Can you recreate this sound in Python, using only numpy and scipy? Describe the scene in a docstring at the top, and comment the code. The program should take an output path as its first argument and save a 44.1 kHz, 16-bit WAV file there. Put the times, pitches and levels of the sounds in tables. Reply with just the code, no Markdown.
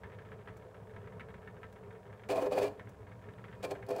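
"""A wind-up phonograph

Heard from close by in a quiet room, its spring motor rumbles and whirs in the wooden cabinet. Uneven
ticks rattle the works, each followed by a dull knock, and a flaw in the disc clicks once a turn. A hand
on the tone arm makes the needle scrape in short bursts that ring the soundbox and horn."""
import sys
import numpy as np
from scipy import signal
from scipy.fft import rfft, irfft
from scipy.io import wavfile

SR = 44100
rng = np.random.default_rng(int(sys.argv[2]) if len(sys.argv) > 2 else 0)


def output_pcm(signal):
    """Save a mono or channel-first signal as 16-bit PCM at the path in sys.argv[1].

    Samples are clipped to [-1, 1] before scaling.
    """
    pcm = np.clip(np.atleast_2d(signal).T, -1, 1) * 32767
    wavfile.write(sys.argv[1], SR, np.round(pcm).astype(np.int16))


N = 176400

# pitches at which the wooden cabinet rings: f/Hz, width/Hz, boost/dB
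CABINET_RINGS = [(66.5, 9.9, 8.2), (101.8, 20.2, 14.5), (116.5, 14.6, 11.2), (193, 38, 5), (409.3, 21, 7.2),
                 (446, 20, 10.8), (942, 108, 12)]
# pitches at which the metal works ring: f/Hz, width/Hz, boost/dB
METAL_RINGS = [(960, 49, 9.4), (1308, 46, 10.6), (1630, 230, 8.7), (1795, 57, 9.9), (2199, 114, 7.4)]
# pitches at which the soundbox and horn ring: f/Hz, width/Hz, boost/dB
HORN_RINGS = [(286.6, 33.5, 8.8), (406.5, 60, 9.44), (505.1, 24.2, 11.5), (590.6, 22, 3.7), (650, 71, 2.6),
              (947, 15, 4), (1059, 25, 10.5), (1732, 100, 9), (2435, 123, 14.8), (2876, 46, 6.3),
              (4400, 110, 9), (4840, 89, 8)]
RATTLE_PER_S, CRACKLE_PER_S = 2500, 8000  # tiny impacts in the works and at the needle


def gain(db):
    """Turn decibels into a number to multiply by."""
    return 10 ** (np.asarray(db) / 20)


def set_level(x, db=0):
    """Scale a sound to an average (rms) level."""
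    return x * gain(db) / np.sqrt(np.mean(x ** 2))


def loudness_curve(rows):
    """A gain that glides through (t/s, level/dB) points."""
    return gain(np.interp(np.arange(N) / SR, *np.array(rows).T))


def taps(rows):
    """One sharp tap for each (t/s, level/dB) row."""
    out = np.zeros(N)
    for t, db in rows:
        out[int(t * SR)] += gain(db)
    return out


def drift(per_s):
    """A smooth random wander, about 1 in size."""
    points = rng.standard_normal(N // 100)
    return set_level(np.interp(np.arange(N) / SR * per_s, np.arange(len(points)), points))


def grains(per_s, spread_db=1):
    """Tiny impacts of uneven size at random moments."""
    hits = rng.random(N) < per_s / SR
    signs = rng.choice([-1, 1], N)
    sizes = gain(spread_db * np.minimum(rng.exponential(size=N), 4))
    return set_level(hits * signs * sizes)


def rattle(hits, decay_s, per_s):
    """Break each hit into a dying flurry of tiny impacts with about the same energy."""
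    fade = np.exp(-2 * np.arange(SR // 10) / SR / decay_s)
    energy = signal.fftconvolve(hits ** 2, fade / fade.sum())[:N]
    return np.sqrt(np.abs(energy)) * grains(per_s)


def resonate(x, tone, rings=(), size=16384):
    """Pass a sound through an object with a broad tone and some ringing pitches."""
    f = np.maximum(np.arange(size // 2 + 1) * SR / size, 1)
    tone_hz, tone_db = np.array(tone).T
    db = np.interp(np.log(f), np.log(tone_hz), tone_db)
    db += sum(boost / (1 + (2 * (f - hz) / width) ** 2) for hz, width, boost in rings)
    # build the object's answer to one tap, so that it rings only after being hit
    cepstrum = irfft(np.log(gain(db)))[:size // 2]
    cepstrum[0] = 0
    answer = irfft(np.exp(rfft(2 * cepstrum, size)))[:size // 2]
    return signal.fftconvolve(x, answer / np.linalg.norm(answer))[:N]


def motor(turn_s=1.16, wobble_db=1.95):
    """Meshing gears drone in the cabinet; their light chatter comes round with every turn."""
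    # tone of the low drone: f/Hz, level/dB
    drone_tone = [(20, -20), (45, -7.5), (100, -6), (200, -3), (300, -19.5), (400, -6), (650, -13),
                  (850, -22.5), (1200, -16.5), (2000, -29.5), (9000, -75)]
    # tone of the gear chatter: f/Hz, level/dB
    chatter_tone = [(1500, 2.5), (3600, -5), (5000, -24.5)]
    drone = resonate(grains(per_s=5000, spread_db=3.6), drone_tone, CABINET_RINGS)
    drone *= gain(wobble_db * drift(per_s=23))
    one_turn = grains(per_s=60, spread_db=2)[:int(turn_s * SR)]
    teeth = rattle(np.resize(one_turn, N), decay_s=0.006, per_s=RATTLE_PER_S)
    chatter = resonate(teeth, chatter_tone, METAL_RINGS)
    return set_level(drone, db=-52) + set_level(chatter, db=-68.5)


def hiss():
    """A faint, steady hiss lies under everything."""
    # tone of the hiss: f/Hz, level/dB
    hiss_tone = [(2000, 6), (4500, -1), (8000, -1.5), (11000, -6), (15500, -8.5)]
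    return set_level(resonate(rng.standard_normal(N), hiss_tone), db=-76)


def ticks(knock_delay_s=0.01407):
    """Each tick is a crack and a brief rattle of metal, then a dull knock from the cabinet."""
    # ticks of the running works: t/s, relative level/dB
    tick_times = [(.035, -45), (.099, -53), (.119, -50.5), (.187, -47.5), (.250, -52), (.318, -47.5),
                  (.390, -59), (.409, -58), (.474, -46), (.485, -46.5), (.622, -55.5), (.744, -53.5),
                  (.937, -57.5), (.963, -48.5), (1.043, -55.5), (1.073, -51), (1.122, -55), (1.197, -45),
                  (1.206, -44.5), (1.286, -55.5), (1.341, -48.5), (1.475, -48), (1.567, -55.5),
                  (1.632, -43.5), (1.760, -53.5), (1.836, -57), (1.906, -53), (1.949, -57.5),
                  (2.098, -58.5), (2.128, -52), (2.196, -56), (2.236, -49), (2.795, -44.5), (2.872, -53),
                  (3.068, -53), (3.116, -52.5), (3.241, -58), (3.267, -65), (3.287, -52), (3.385, -54),
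                  (3.441, -46), (3.483, -49), (3.527, -47), (3.753, -46.5), (3.826, -46.5)]
    # tone of a tick: f/Hz, level/dB
    tick_tone = [(200, -14.5), (1150, -2.5), (2000, -3.5), (2700, -8.5), (3700, -17.5), (4700, -30.5),
                 (15000, -44)]
    # tone of a knock in the wood: f/Hz, level/dB
    knock_tone = [(30, -26.5), (75, -3.5), (108, -18), (145, -6.5), (185, -3), (270, -16.5), (600, -49),
                  (2000, -66)]
    hits = taps(tick_times)
    flurry = rattle(hits, decay_s=0.012, per_s=RATTLE_PER_S)
    metal = resonate(gain(-5) * hits + gain(4.5) * flurry, tick_tone, METAL_RINGS)
    shoves = hits * np.sqrt(hits / hits.max())  # soft ticks barely move the wood
    late_shoves = np.pad(shoves, (int(knock_delay_s * SR), 0))[:N]
    knocks = resonate(late_shoves, knock_tone, CABINET_RINGS)
    return gain(18) * metal + gain(23) * knocks


def clicks():
    """A flaw in the disc passes the needle with a thin, dry snap."""
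    # one click in each turn: t/s, level/dB
    click_times = [(.570, -42), (1.726, -43.5), (2.892, -42)]
    # tone of a click: f/Hz, level/dB
    click_tone = [(500, -21), (3000, -5), (7500, 1), (11000, -7), (14500, -4)]
    return resonate(rattle(taps(click_times), decay_s=0.007, per_s=CRACKLE_PER_S), click_tone)


def needle_drag(waver=0.0403):
    """The needle sticks, slips and judders across the grooves, ringing the horn."""
    # the judder holds a pitch, then jumps, mostly lower as a stroke slows: start t/s, f/Hz
    judder_pitches = [(2.28, 433.3), (2.315, 665), (2.41, 507.8), (2.46, 400.7), (2.51, 592.1),
                      (2.555, 505.7), (2.618, 411.8), (2.655, 279.5), (3.62, 545.6), (3.662, 396.6),
                      (3.89, 668), (3.97, 418)]
    # how hard the needle drags: t/s, relative level/dB
    drag_levels = [(2.284, -57), (2.298, -29), (2.33, -30.5), (2.348, -38), (2.385, -26), (2.41, -37),
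                   (2.426, -28), (2.458, -34.5), (2.474, -28.5), (2.495, -54), (2.524, -29.5),
                   (2.552, -35.5), (2.586, -25), (2.606, -32.5), (2.64, -30.5), (2.668, -34.5), (2.70, -57),
                   (3.622, -60.5), (3.636, -37.5), (3.654, -31), (3.675, -47.5), (3.70, -51), (3.715, -28),
                   (3.735, -49), (3.87, -58), (3.89, -37.5), (3.908, -30.5), (3.93, -41), (4.0, -36.5)]
    # tone of the dragging: f/Hz, level/dB
    drag_tone = [(60, -29.5), (180, -10.5), (340, -10.5), (430, -2), (780, -1), (900, -9.5), (1200, -14.5),
                 (2000, -27.5), (4000, -44.5)]
    starts, pitches = np.array(judder_pitches).T
    row = np.maximum(np.searchsorted(starts, np.arange(N) / SR) - 1, 0)
    hz = pitches[row] * (1 + waver * drift(per_s=250))
    judder = gain(-17) * np.sin(2 * np.pi * np.cumsum(hz) / SR)
    scrape = (grains(per_s=2500) + judder) * loudness_curve(drag_levels)
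    return gain(-3) * resonate(scrape, drag_tone, HORN_RINGS)


def needle_grit(pitch_shift=0.026):
    """Fine scratching rings the soundbox, whose pitches shift as the hand's pressure changes."""
    # strength of the scratching: t/s, relative level/dB
    grit_levels = [(2.284, -92), (2.289, -48), (2.31, -45), (2.347, -60), (2.362, -49), (2.40, -58),
                   (2.425, -50), (2.45, -62), (2.465, -51), (2.482, -79), (2.505, -70), (2.522, -44.5),
                   (2.552, -56), (2.588, -43.5), (2.604, -54.5), (2.625, -45.5), (2.685, -55.5),
                   (2.70, -90.5), (3.624, -77), (3.630, -50.5), (3.652, -45.5), (3.668, -78), (3.70, -68),
                   (3.712, -46.5), (3.724, -58), (3.735, -85), (3.863, -95), (3.885, -70), (3.912, -55),
                   (3.945, -62.5), (4.0, -53.5)]
    # bright tone of the scratching: f/Hz, level/dB
    grit_tone = [(300, -29), (1200, 2), (2500, 8), (4500, 1.5), (5600, -1), (8000, -2), (11000, -8.5),
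                 (15500, -10)]
    grit = grains(per_s=3800) * loudness_curve(grit_levels)
    pressure = np.pi / 4 * (1 + np.tanh(2 * drift(per_s=12)))  # an angle that blends low into high
    out = np.zeros(N)
    for share, scale in (np.cos(pressure), 1 - pitch_shift), (np.sin(pressure), 1 + pitch_shift):
        shifted_rings = [(hz * scale, width, boost) for hz, width, boost in HORN_RINGS]
        out += resonate(grit * share, grit_tone, shifted_rings)
    return gain(-0.5) * out


def needle_snags():
    """The needle catches on a groove wall and sends a sharp crackle through the horn."""
    # moments when the needle catches: t/s, level/dB
    snag_times = [(2.586, -35), (3.866, -38), (3.887, -33.5), (3.892, -32.5), (3.906, -28.5),
                  (3.912, -32.5), (3.963, -30), (3.982, -36)]
    # tone of a snag: f/Hz, level/dB
    snag_tone = [(400, -5), (6500, -1), (15000, -8)]
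    crackle = rattle(taps(snag_times), decay_s=0.0028, per_s=CRACKLE_PER_S)
    return resonate(crackle, snag_tone, HORN_RINGS)


def room(x, bass_s=0.48, treble_s=0.29, split_hz=2060, echo_db=-9):
    """A small furnished room adds a short echo whose treble dies first."""
    t = np.arange(SR // 2) / SR
    noise = rng.standard_normal(len(t))
    bass = signal.sosfilt(signal.butter(2, split_hz, fs=SR, output="sos"), noise)
    bass_fade, treble_fade = gain(-60 * t / bass_s), gain(-60 * t / treble_s)
    echo = (bass * bass_fade + (noise - bass) * treble_fade) / np.linalg.norm(bass_fade)
    return x + gain(echo_db) * signal.fftconvolve(x, echo)[:N]


def scene():
    """Steady motor and hiss, with ticks, clicks and scrapes echoing in the room."""
    steady = hiss() + motor()
    events = ticks() + clicks() + needle_drag() + needle_grit() + needle_snags()
    return (steady + room(events))[None]


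def record(dry, top_hz=15750):
    """Cut away the very highest treble."""
    return signal.sosfilt(signal.ellip(10, .2, 70, top_hz, fs=SR, output="sos"), dry)


dry = scene()
out = record(dry)
output_pcm(out)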